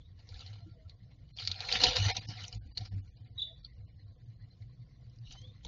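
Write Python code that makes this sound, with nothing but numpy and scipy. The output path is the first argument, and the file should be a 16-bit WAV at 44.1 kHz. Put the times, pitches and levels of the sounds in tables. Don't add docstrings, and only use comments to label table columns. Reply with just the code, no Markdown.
import sys
import numpy as np
from scipy import signal
from scipy.fft import rfft, irfft
from scipy.io import wavfile
from scipy.ndimage import uniform_filter1d

SR = 44100
rng = np.random.default_rng(int(sys.argv[2]) if len(sys.argv) > 2 else 0)


def master_out(mix):
    frames = np.transpose(np.atleast_2d(mix))
    ceiling = np.clip(frames, -1, 1)
    pcm = np.round(ceiling * 32767).astype(np.int16)
    wavfile.write(sys.argv[1], SR, pcm)


def gain_from_db(level_db):
    decades = np.asarray(level_db, float) / 20
    return 10 ** decades


N = 250047


def evened(x):
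    return x / np.sqrt(np.mean(x ** 2) + 1e-20)


def columns(rows, t):
    s, *rest = np.transpose(rows)
    return [np.interp(t, s, c) for c in rest]


def colour(x, points):
    f, db = np.transpose(points)
    hz = np.fft.rfftfreq(len(x), 1 / SR)
    gain = gain_from_db(np.interp(np.log(hz + 1), np.log(f + 1), db))
    return irfft(rfft(x) * gain, len(x))


def resonate(x, hz, width_hz):
    turn = np.exp(2j * np.pi * np.cumsum(hz * np.ones(len(x))) / SR)
    decay = np.exp(-np.pi * width_hz / SR)
    smooth = signal.lfilter([1 - decay], [1, -decay], x / turn + 1e-18)
    return 2 * (turn * smooth).real


def modes(x, table):
    return sum((-1) ** k * gain_from_db(db) * resonate(x, hz, width_hz)
               for k, (hz, width_hz, db) in enumerate(table))


def add(mix, s, sound):
    part = mix[round(s * SR):][:len(sound)]
    part += sound[:len(part)]


def steady(x, seconds, share):
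    power = uniform_filter1d(x ** 2, round(seconds * SR)) + 1e-12
    return evened(x / power ** (share / 2))


def swells(s, db, fade_s, calm_db, rise=0.68):
    t = np.arange(0, N / SR + .01, .002)[:, None]
    late = (t - s) / np.maximum(fade_s, .02)
    swell = gain_from_db(db - 20 * np.maximum(late, -late / rise))
    power = (swell ** 2).sum(1) + gain_from_db(calm_db) ** 2
    return np.interp(np.arange(N) / SR, t[:, 0], np.sqrt(power))


def patchy(x, patch_db, flicker_db):
    z = signal.stft(x, nperseg=512, noverlap=384)[2]
    chance = rng.standard_normal(z.shape)
    patches = evened(uniform_filter1d(uniform_filter1d(chance, size=5, axis=0), size=12, axis=1))
    flicker = evened(uniform_filter1d(chance[0], size=5))
    z = z * gain_from_db(patch_db * patches + flicker_db * flicker)
    return evened(signal.istft(z, nperseg=512, noverlap=384)[1][:N])


# frequency in Hz, level in dB per Hz.
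GRASS_SPECTRUM = [(530, -38), (900, -29), (1060, -11.5), (1350, -15), (1730, -5), (2240, -5.5),
                  (3510, -3.5), (4320, -1), (5350, -13.5), (6040, -8.5), (7050, -20.5), (9160, -48.5),
                  (15500, -120)]
# frequency in Hz, width in Hz, level in dB.
BOX_MODES = [(1375, 59, -5), (2170, 30, 1), (2430, 61, -7.5), (2880, 40, -12.5), (2930, 100, -3.5),
             (3606, 16, 3), (4170, 25, 4), (4510, 52, -0.5), (4700, 37, 3), (5650, 12, -4), (5240, 36, -4)]


def box(x, ring_db=-3.0):
    grass = evened(colour(x, GRASS_SPECTRUM))
    return evened(grass + gain_from_db(ring_db) * evened(modes(x, BOX_MODES)))


# frequency in Hz, width in Hz, level in dB.
WALL_MODES = [(477, 42, -1), (747.1, 48, 4.5), (981, 75, -7.5), (542, 300, -24)]


def walls(x):
    return modes(x, WALL_MODES)


# peak in seconds, stem crackle in dB,
# time to fade 20 dB in seconds, wall modes over crackle in dB.
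MOVES = [(0.404, -58.5, 0.26, 8.5), (0.74, -88, 0, 32.5), (1.422, -75.5, 0.1, 17), (1.54, -61, 0.33, -16.5),
         (1.612, -49, 0.2755, 6.5), (1.683, -50, 0.2574, 13.5), (1.742, -33.5, 0.08, 10),
         (1.76, -40, 0.0432, 1), (1.815, -33, 0.0484, 4), (1.845, -36, 0.0611, 5.5),
         (1.868, -33.5, 0.0675, 4.5), (1.891, -33.5, 0.0562, 2), (1.922, -40, 0.0574, 10.5),
         (1.97, -29, 0.05, 5.5), (1.99, -46, 0.0854, -4), (2.029, -39, 0.08, -6), (2.059, -36, 0.0524, 5.5),
         (2.095, -33, 0.0508, 11.5), (2.165, -48.5, 0.1271, 5), (2.241, -79, 0.16, -21),
         (2.304, -49.5, 0.0777, 7), (2.361, -54.5, 0.19, -1), (2.39, -54.5, 0.15, 4.5),
         (2.419, -50.5, 0.0834, 6.5), (2.492, -59.5, -0.03, 16.5), (2.538, -63, -0.0443, 14.5),
         (2.701, -75, 1.45, 8.5), (2.802, -62.5, 0.15, 12.5), (2.859, -59, -0.1, 9), (3.251, -81, -1, -2),
         (3.52, -88, 0.5, 19.5), (5.348, -71, 0.06, 11), (5.479, -78.5, 0.63, -7.5), (5.67, -82, -1.8, 21)]


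def rustle():
    rest_db, rest_walls_db = -86.5, 11
    slips_per_s, scrape_s = 700, 0.005
    s, crackle_db, fade_s, walls_db = np.transpose(MOVES)
    clumps = evened(uniform_filter1d(uniform_filter1d(rng.standard_normal(N), 500), 500))
    sizes = gain_from_db(6.1 * np.minimum(rng.exponential(1, N), 5))
    slips = sizes * (rng.random(N) < slips_per_s / SR)
    scrape = signal.lfilter([1], [1, -np.exp(-1 / (scrape_s * SR))], slips ** 2) ** .5
    drive = (evened(scrape) + 0.21) * gain_from_db(0.8 * clumps) * rng.standard_normal(N)
    panels = steady(modes(walls(drive), [(597.6, 1800, 0)]), 0.37, 0.46)
    stems = steady(patchy(box(drive), patch_db=5., flicker_db=1.), .018, .6)
    stem_gain = gain_from_db(2.0) * swells(s, crackle_db, fade_s, rest_db)
    wall_gain = gain_from_db(-15.5) * swells(s, crackle_db + walls_db, fade_s, rest_db + rest_walls_db)
    return stem_gain * stems + wall_gain * panels


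# time in seconds, knock against each break in dB.
BEARING = [(0.3, -16), (0.41, -23.5), (0.9, -41.5), (1.1, -7.5), (1.39, -25.5), (1.48, -52.5), (1.6, -18),
           (1.73, -25.5), (1.86, -19), (2.29, -17), (2.44, -28), (2.6, -14.5), (2.78, -29.5), (3.3, -15.5),
           (3.65, -39.5), (5.3, -27), (5.65, -14)]


def breaks(table, press_db, ring_db, rise_s, crack_s, tail, tick, box_db, low_cut_db=0., width_hz=900):
    out, t = np.zeros(N), np.arange(-600, 4200) / SR
    age = np.maximum(t, 0)
    for s, db, hz, t60 in table:
        noise = rng.standard_normal((2, len(t)))
        crack = np.exp(-age / crack_s) + tail * gain_from_db(-60 * age / np.clip(t60, .01, .2))
        crack *= np.clip(1 + t / rise_s, 0, 1) ** 2
        burst = noise[0] * crack + tick * (t == 0)
        ring = evened(resonate(resonate(burst, hz, width_hz), hz, 1.45 * width_hz))
        stem = colour(box(burst, box_db), [(800, -low_cut_db), (3200, 0.002)]) + gain_from_db(ring_db) * ring
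        knock = walls(noise[1] * crack)
        knock_gain = gain_from_db(columns(BEARING, s)[0] + press_db + 0.5)
        sound = stem / abs(stem).max() + knock_gain * knock / abs(knock).max()
        sound *= np.clip((t + rise_s + .002) / .002, 0, 1) * np.clip((t[-1] - t) / .03, 0, 1)
        add(out, s + t[0] + rise_s / 2, gain_from_db(db) * sound)
    return out


# time in seconds, peak in dB, stem
# pitch in Hz, t60 in seconds.
SNAPS = [(0.2897, -43.5, 4370, 0.29), (0.3425, -43.5, 3970, 0.28), (0.393, -42, 4140, 0.041),
         (0.407, -40, 3990, 0.058), (0.463, -40, 4320, 0.13), (0.8959, -44.5, 4070, 0.057),
         (1.3728, -36, 4620, 0.16), (1.3861, -33, 3140, 0.23), (1.451, -27, 4260, 0.09),
         (1.474, -16.5, 4400, 0.048), (1.5147, -21, 4170, 0.039), (1.5948, -44, 4300, 0.067),
         (1.7154, -24.5, 3210, 0.048), (1.7245, -17, 4280, 0.055), (1.7546, -19, 2200, 0.12),
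         (1.7694, -26, 3910, 0.029), (1.8362, -9, 4300, 0.12), (1.8397, -8.5, 4417, 0.013),
         (1.8557, -20, 2400, 0.04), (2.1683, -23.5, 5600, 0.026), (2.2867, -35.5, 5230, 0.16),
         (2.4805, -33, 5910, 0.03), (2.5264, -37, 4560, 0.11), (2.7736, -24, 4340, 0.044),
         (5.2702, -52, 2897, 0.058), (5.3233, -43, 5970, 0.057),
         (5.16, -64, 5570, 0.059),
    (5.1862, -57.5, 4970, 0.042),
    (5.415, -54.5, 5650, 0.058),
         (0.476, -47.5, 4140, 0.033), (1.3665, -44.5, 4760, 0.041), (1.4385, -41, 4620, 0.046),
             (1.4792, -27.5, 4420, 0.029), (1.493, -38, 4230, 0.052), (1.5199, -30.5, 4130, 0.031),
             (1.5428, -39.5, 3400, .04), (1.789, -30.5, 4000, 0.066), (1.8164, -24.5, 4530, 0.025),
             (1.846, -15.5, 4040, 0.056), (1.8875, -23, 4048, .05), (1.923, -28.5, 4220, .03),
             (2.0251, -27.5, 4130, 0.19), (2.109, -35, 4330, 0.049), (2.194, -38, 4070, 0.022),
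             (2.406, -37.5, 4080, 0.063), (2.436, -40.5, 6120, 0.022), (2.45, -36, 4320, 0.032),
             (2.548, -45, 4650, 0.045), (2.7781, -27, 4360, .04), (5.0967, -63, 5060, 0.041),
             (5.661, -51.5, 3770, 0.044), (5.6645, -44, 3840, 0.034)]
CRUNCHES = [
    (1.6045, -25, 3960, 0.041),
    (1.6871, -26, 3780, 0.054),
    (1.689, -28.5, 2330, 0.08),
    (1.8375, -19, 3086, 0.09),
    (1.8365, -22.5, 5882, 0.026),
    (1.9665, -21, 4460, 0.033),
    (2.1655, -23, 4010, 0.059),
    (5.3068, -46, 4140, 0.088),
    (5.6485, -36.5, 3700, 0.034),
    (5.6485, -44.5, 5920, 0.034),
]
TAPS = [
    (2.207, -40.5, 3950, 0.067),
    (2.528, -47, 3020, .04),
    (2.548, -54, 6700, 0.036),
    (3.6465, -37, 4400, .05),
    (3.648, -49.5, 3410, 0.04),
    (3.6625, -55.5, 4550, 0.034),
    (5.272, -51, 2858, .08),
    (5.309, -52.5, 2950, 0.12),
]
SCUFFS = [(0.1875, -52, 4290, 0.25), (0.5316, -47.5, 3960, 0.2), (1.0294, -61, 4230, 0.046),
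          (1.1094, -61, 2700, 0.15), (1.3944, -29, 4400, 0.29), (1.417, -32.5, 3980, 0.14),
          (1.5718, -49, 3900, 0.073), (1.6472, -33, 4180, 0.12), (1.7, -28.5, 3830, 0.067),
          (1.7995, -19.5, 4030, 0.11), (1.8905, -29, 4170, 0.071), (1.9545, -22, 4500, 0.13),
          (2.056, -25, 4040, 0.063), (2.088, -30.5, 4220, 0.053), (2.149, -34.5, 4400, 0.041),
          (2.2062, -42, 4130, 0.048), (2.2252, -45.5, 4800, 0.1), (2.3144, -50, 4700, 0.24),
          (2.368, -40, 3960, 0.25), (2.296, -41, 4550, .15), (2.392, -37, 4000, .15),
          (2.4364, -32.5, 3000, 0.042), (2.559, -50, 3890, 0.038), (2.8057, -42, 4110, 0.21),
          (2.8492, -38, 4850, 0.19), (2.9767, -53, 2210, 0.11), (3.1659, -56, 4634, 0.085),
          (3.258, -59.5, 2170, 0.13), (4.076, -61, 4230, 0.073), (4.615, -57, 4130, .08),
          (5.3073, -42, 2910, 0.23), (5.35, -49.5, 796, 0.055)]


def snaps():
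    sharp = breaks(SNAPS, press_db=0, ring_db=8, rise_s=.001, crack_s=.0014,
                   tail=.33, tick=3., box_db=-2., low_cut_db=14.)
    crunch = breaks(CRUNCHES, press_db=0, ring_db=8, rise_s=.002, crack_s=.003,
                    tail=.5, tick=.3, box_db=0., low_cut_db=10.)
    taps = breaks(TAPS, press_db=0, ring_db=12.5, rise_s=.002, crack_s=.002,
                  tail=.4, tick=1., box_db=0., width_hz=290)
    scuffs = breaks(SCUFFS, press_db=6.5, ring_db=1.5, rise_s=.012, crack_s=.005,
                    tail=.8, tick=.1, box_db=1.)
    return taps + sharp + crunch + gain_from_db(-4) * scuffs


# time in seconds, thump in dB.
THUMPS = [(0.672, -59), (1.499, -57.5), (1.751, -47.5), (1.832, -43), (1.879, -45.5), (2.0, -43.5),
          (2.077, -48), (2.16, -57), (2.191, -52.5), (2.298, -47.5), (2.43, -58.5), (2.569, -54.5),
          (2.67, -57), (2.811, -53.5), (2.941, -49), (2.98, -53), (5.301, -67), (5.477, -59.5),
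          (5.67, -50.5)]


def thumps():
    noise = colour(rng.standard_normal(N), [(110, -29.5), (170, 7.0), (220, -10), (280, -0.5),
                                            (370, -21.5), (600, -39.5)])
    s, db = np.transpose(THUMPS)
    return swells(s, db, fade_s=0.05, calm_db=-74.5) * steady(noise, 0.053, 0.84)


# peak in seconds, boom in dB, time to fade 20 dB in ms,
# pitch in Hz.
PUSHES = [(0.105, -51, 116, 99.08), (0.323, -44.5, 66, 90.42), (0.463, -45, 94.5, 90.53),
          (0.518, -46.5, 52, 103.2), (0.573, -46, 51, 106.9), (0.635, -42.5, 43, 104.1),
          (0.724, -48.5, 87, 105.7), (0.866, -48.5, 58, 90.07), (1.026, -47, 51, 114.2),
          (1.133, -51.5, 42, 100.8), (1.236, -48.5, 67, 107.5), (1.444, -45, 48, 101),
          (1.506, -41.5, 104, 90.16), (1.612, -49.5, 89, 98.07), (1.798, -44.5, 58.5, 103.3),
          (1.88, -39.5, 57, 110.3), (2.014, -27, 63, 99.27), (2.068, -24, 42.5, 99.62),
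          (2.188, -41, 42.5, 104.3), (2.256, -45.5, 48.5, 109.6), (2.295, -36, 38, 106.2),
          (2.369, -45.5, 49, 106.2), (2.432, -44, 70.5, 97.96), (2.564, -38.5, 61, 108.4),
          (2.635, -45.5, 48.5, 100.9), (2.818, -35, 42, 103.4), (2.974, -30.5, 182.5, 95.78),
          (3.221, -44, 65, 101.9), (3.312, -47, 61, 104.9), (3.369, -49.5, 62, 93),
          (3.469, -55.5, 55, 94.75), (3.588, -51.5, 49.5, 113), (3.809, -45.5, 66, 99.7),
          (3.853, -49, 74, 96.24), (3.977, -48.5, 92, 95.65), (4.037, -53, 65, 107.7),
          (4.091, -48, 55.5, 98.06), (4.233, -49.5, 63, 116.9), (4.29, -42, 66, 114),
          (4.439, -48, 81, 108.8), (4.619, -40.5, 49.5, 103.3), (4.669, -51.5, 48, 111.5),
          (4.723, -48, 62.5, 128.5), (4.807, -47, 77.5, 117.7), (5.026, -50, 91.5, 117.7),
          (5.076, -50.5, 71, 105.8), (5.213, -44.5, 93.5, 117.4), (5.418, -47, 75, 107.4),
          (5.487, -45.5, 48.5, 102.7), (5.556, -51, 66, 105.9)]
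EXTRA_PUSH = [
    (2.935, -33, 110, 99.86),
]


def boom(t):
    rows = sorted(list(map(tuple, PUSHES)) + list(map(tuple, EXTRA_PUSH)))
    s, db, fade_ms, pitch_hz = np.transpose(rows)
    fade_s = np.minimum(fade_ms, np.where(db > -36, 63, 150)) / 1000
    push = swells(s, db, fade_s, calm_db=-59.5, rise=0.65)
    hz = np.interp(t, s, pitch_hz)
    ring = np.sqrt(2) * np.sin(2 * np.pi * np.cumsum(hz) / SR)
    gusts = evened(resonate(resonate(rng.standard_normal(N), hz, 54), hz, 42))
    share = np.clip((20 * np.log10(push) + 57) / 10, .03, .97)
    return push * (np.sqrt(share) * ring + np.sqrt(1 - share) * steady(gusts, .08, .05))


# time in seconds, rumble in dB.
GUSTS = [(0.0, -56.5), (0.19, -63), (0.349, -51), (0.82, -57), (1.229, -56), (1.75, -47.5), (1.881, -40.5),
         (2.009, -39.5), (2.13, -47.5), (2.56, -44.5), (2.668, -47.5), (2.813, -48), (2.95, -44),
         (3.05, -51.5), (3.599, -52), (3.771, -49), (4.629, -56.5), (5.041, -60), (5.301, -48.5),
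         (5.67, -46.5)]


def wind():
    noise = colour(rng.standard_normal(N), [(8, -34.0), (20, -6.5), (48, 3.5), (70, 6.0), (200, -49.5)])
    s, db = np.transpose(GUSTS)
    return swells(s, db, fade_s=0.13, calm_db=-61.5) * steady(noise, 0.03, 0.31)


def note(rows, partials_db, rough=.0):
    t = np.arange(rows[0][0], rows[-1][0], 1 / SR)
    hz, db = columns(rows, t)
    wobble = evened(uniform_filter1d(rng.standard_normal(len(t)), 150))
    turns = np.cumsum(hz * (1 + rough * wobble)) / SR
    tone = sum(gain_from_db(p) * np.sin(2 * np.pi * (k + 1) * turns) for k, p in enumerate(partials_db))
    return rows[0][0], np.sqrt(2) * gain_from_db(db) * tone * signal.windows.tukey(len(t), .15)


# start in seconds, length in seconds, pitch in Hz, level in dB.
HUMS = [(0.601, 0.049, 692, -67.5), (0.66, 0.037, 315, -56), (0.715, 0.096, 666, -73.5),
        (0.76, 0.11, 637, -72), (0.574, 0.059, 1360, -76.5), (0.677, 0.063, 1380, -77),
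        (0.85, 0.023, 1354, -73), (1.71, 0.05, 489.4, -44.5), (1.825, 0.043, 488, -38),
        (1.874, 0.062, 504, -45.5), (1.83, 0.03, 268, -42.5), (1.833, .03, 404, -48),
        (1.817, 0.063, 735, -38), (1.945, 0.035, 504, -39.5), (1.952, 0.057, 726, -47),
        (2.089, 0.025, 718, -44), (2.154, 0.028, 775, -49), (2.289, .045, 759, -59),
        (2.357, 0.037, 740, -60.5), (2.452, 0.042, 724, -64), (2.511, .045, 729, -64.5),
        (2.768, 0.025, 764, -56), (2.806, 0.025, 750, -56.5), (3.358, 0.045, 1068, -75.5),
        (3.43, 0.1, 619, -72.5), (3.498, 0.038, 660, -63), (5.34, 0.03, 780, -63),
        (5.412, 0.092, 507.5, -67.5)]


def hums():
    out = np.zeros(N)
    for s, length, hz, db in HUMS:
        curve = [(s, hz, db - 8), (s + length / 2, hz, db), (s + length, hz, db - 8)]
        add(out, *note(curve, [0], rough=.02))
    return out


# time in seconds, centre in Hz, level in dB.
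RASP = [
    (5.23, 3650, -83),
    (5.26, 3880, -64),
    (5.30, 4240, -62.5),
    (5.335, 4700, -54.5),
    (5.35, 4700, -70),
]


def rasp():
    t = np.arange(RASP[0][0], RASP[-1][0], 1 / SR)
    hz, db = columns(RASP, t)
    noise = rng.standard_normal(len(t))

    def throat(centre_hz, width_hz):
        return evened(resonate(resonate(noise, centre_hz, width_hz), centre_hz, width_hz))

    fixed = 0.7 * throat(2930, 200) + 0.7 * throat(3850, 150) + .5 * throat(5600, 700)
    return t[0], gain_from_db(db) * evened(throat(hz, 420) + fixed)


# time in seconds, pitch in Hz, level in dB.
CHIRPS = [
    [(3.377, 3800, -54), (3.385, 3880, -36), (3.391, 3800, -39), (3.397, 3500, -36), (3.405, 3460, -38),
     (3.413, 3800, -43)],
    [(3.415, 3880, -48), (3.4195, 3930, -29), (3.4225, 3800, -31), (3.426, 3520, -33), (3.432, 3470, -33),
     (3.436, 3450, -46)],
]
# frequency in Hz, width in Hz, level in dB.
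CHIRP_HISS = [(2850, 100, 0), (4650, 200, -3)]
# time in seconds, pitch in Hz, level in dB.
WHISTLE = [
    (0.0, 3670, -75.5),
    (0.016, 3380, -68),
    (0.032, 3500, -86),
    (0.06, 3900, -67.5),
    (0.09, 3850, -90.5),
    (0.16, 4030, -110),
]
# time in seconds, pitch in Hz, level of the third partial in dB.
SQUEAL = [
    (5.35, 1016, -72),
    (5.388, 1035, -58),
    (5.405, 1055, -72),
    (5.42, 1068, -62),
    (5.432, 1090, -69),
    (5.448, 1118, -55),
    (5.48, 1195, -72),
    (5.502, 1200, -62),
    (5.52, 1200, -80),
]
SQUEAL_PARTIALS_DB = [-24, -30, 0]
SQUEAL_TOP_DB = [-99, -16, -99, -6, -14, -9]


def birds():
    near, far = np.zeros(N), np.zeros(N)
    for rows in CHIRPS:
        add(near, *note(rows, [-1, -37], rough=.011))
    loudness = np.sqrt(abs(uniform_filter1d(near ** 2, size=200)))
    hiss = loudness * (np.arange(N) > CHIRPS[0][3][0] * SR) * rng.standard_normal(N)
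    near = near + gain_from_db(-19) * modes(modes(hiss, CHIRP_HISS), CHIRP_HISS) * 4
    add(far, *note(WHISTLE, [0], rough=.035))
    add(far, *note(SQUEAL, SQUEAL_PARTIALS_DB, rough=.013))
    add(far, *note(SQUEAL[:6], SQUEAL_TOP_DB[:4], rough=.028))
    add(far, *note(SQUEAL[:4], [-99] * 4 + list(SQUEAL_TOP_DB[4:]), rough=.016))
    add(far, *rasp())
    yard_db, yard_t60_s = -5.5, .3
    t = np.arange(SR // 2) / SR
    echoes = rng.standard_normal(len(t)) * (rng.random(len(t)) < .3)
    echoes *= gain_from_db(-60 * t / yard_t60_s) * (t > .004)
    tail = signal.fftconvolve(near + .5 * far, echoes / np.linalg.norm(echoes))[:N]
    return near + far + gain_from_db(yard_db) * tail


# frequency in Hz, level in dB per Hz.
HUSH_SPECTRUM = [(210, -38.5), (350, -12), (423, -10), (491, 4.5), (543, -7), (725, -3.5), (802, -29),
                 (1080, -9), (1210, -20), (2010, -17), (2450, -27.5), (3000, -23), (3710, -11.5),
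                 (4270, -15), (5600, -20), (7050, -32), (9160, -55), (15500, -120)]
# frequency in Hz, width in Hz, level in dB.
THROB_BANDS = [(1970, 510, -3.5), (4130, 160, -0.5), (4530, 83, -1), (4970, 27, -5)]


def hush(t):
    hush_db, throb_db = -77, -82.5
    throb_per_s, throb_peak_s = 9.71, 3.8
    beat = np.cos(2 * np.pi * throb_per_s * (t - throb_peak_s))
    noise = colour(rng.standard_normal(N), HUSH_SPECTRUM)
    wash = gain_from_db(hush_db) * patchy(noise, patch_db=4.5, flicker_db=1.8)
    low = signal.sosfiltfilt(signal.butter(2, 1200, fs=SR, output="sos"), wash)
    bands = modes(modes(rng.standard_normal(N), THROB_BANDS), THROB_BANDS)
    throb = patchy(bands, patch_db=5.5, flicker_db=2.0)
    return low + gain_from_db(2.5 * beat - 3.0) * (wash - low) + gain_from_db(throb_db + 7 * beat) * throb


def scene():
    t = np.arange(N) / SR
    return (rustle() + snaps() + thumps() + boom(t) + wind() + hums() + birds() + hush(t))[None]


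# start in seconds, length in seconds,
# step raised by dB.
SHORTAGES = [(1.31, .045, 25.5), (2.122, .03, 24), (2.194, .02, 31), (2.252, .032, 19.5), (2.575, .04, 17),
             (2.728, 0.048, 25), (2.889, .03, 23), (3.018, .03, 10.5), (3.105, .05, 2.5), (3.223, .03, 7.5),
             (3.343, .03, -4), (3.615, .03, 20)]


def starve(x):
    below_db, lowest_db, memory_db_per_s = -38.5, -110., 10.5
    spread_db, coarse_db = 6.5, -7.
    frame, grid = 706, 441
    lead = frame - grid
    frames = dict(fs=SR, nperseg=2 * frame, noverlap=frame, window="cosine")
    hz, t, z = signal.stft(np.pad(x, (lead, 0)), **frames)
    t = t - lead / SR
    band = (np.log(1 + hz / 1500) * 12).astype(int)
    power = np.array([np.bincount(band, c) for c in abs(z.T) ** 2]).T / np.bincount(band)[:, None]
    number = np.arange(len(power))[:, None]
    loud_db = 10 * np.log10((abs(z[(hz > 1500) & (hz < 7000)]) ** 2).mean(0) + 1e-20)
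    memory_db = np.maximum.accumulate(loud_db + memory_db_per_s * t) - memory_db_per_s * t
    bar_db = np.maximum(memory_db + below_db, lowest_db)
    short_db = sum(db * ((t > s) & (t < s + length)) for s, length, db in SHORTAGES)
    bar_db = bar_db + short_db * (1.3 - number / 35)
    least = gain_from_db(bar_db + spread_db * rng.standard_normal(power.shape) - 0.12 * number)
    step = np.maximum(least, gain_from_db(coarse_db) * np.sqrt(power))[band] * 2
    step = np.where(hz[:, None] < 400, step / 30, step)
    error = signal.istft(step * np.round(z / step), **frames)[1][lead:][:N] - x

    def treble(v):
        return abs(uniform_filter1d(np.gradient(np.gradient(v)) ** 2, size=260)) + 1e-20

    return x + error * np.minimum(1, np.sqrt(3 * treble(x) / treble(error)))


def low_pass(x):
    return signal.sosfilt(signal.butter(12, 9150, fs=SR, output="sos"), x)


def record(dry):
    camera_rate_hz, mirror_db = 16000, -26
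    edge = signal.firwin(601, 7220, window=("kaiser", 7), fs=SR)
    x = signal.oaconvolve(starve(dry[0]), edge, "same")
    mirror = 2 * x * np.cos(2 * np.pi * camera_rate_hz * np.arange(N) / SR)
    mirror = colour(mirror, [(8500, -90), (8750, 0), (8850, 0), (9300, -25), (10000, -90)])
    mix = x + gain_from_db(mirror_db) * mirror
    return low_pass(mix[None])


dry = scene()
out = record(dry)
master_out(out)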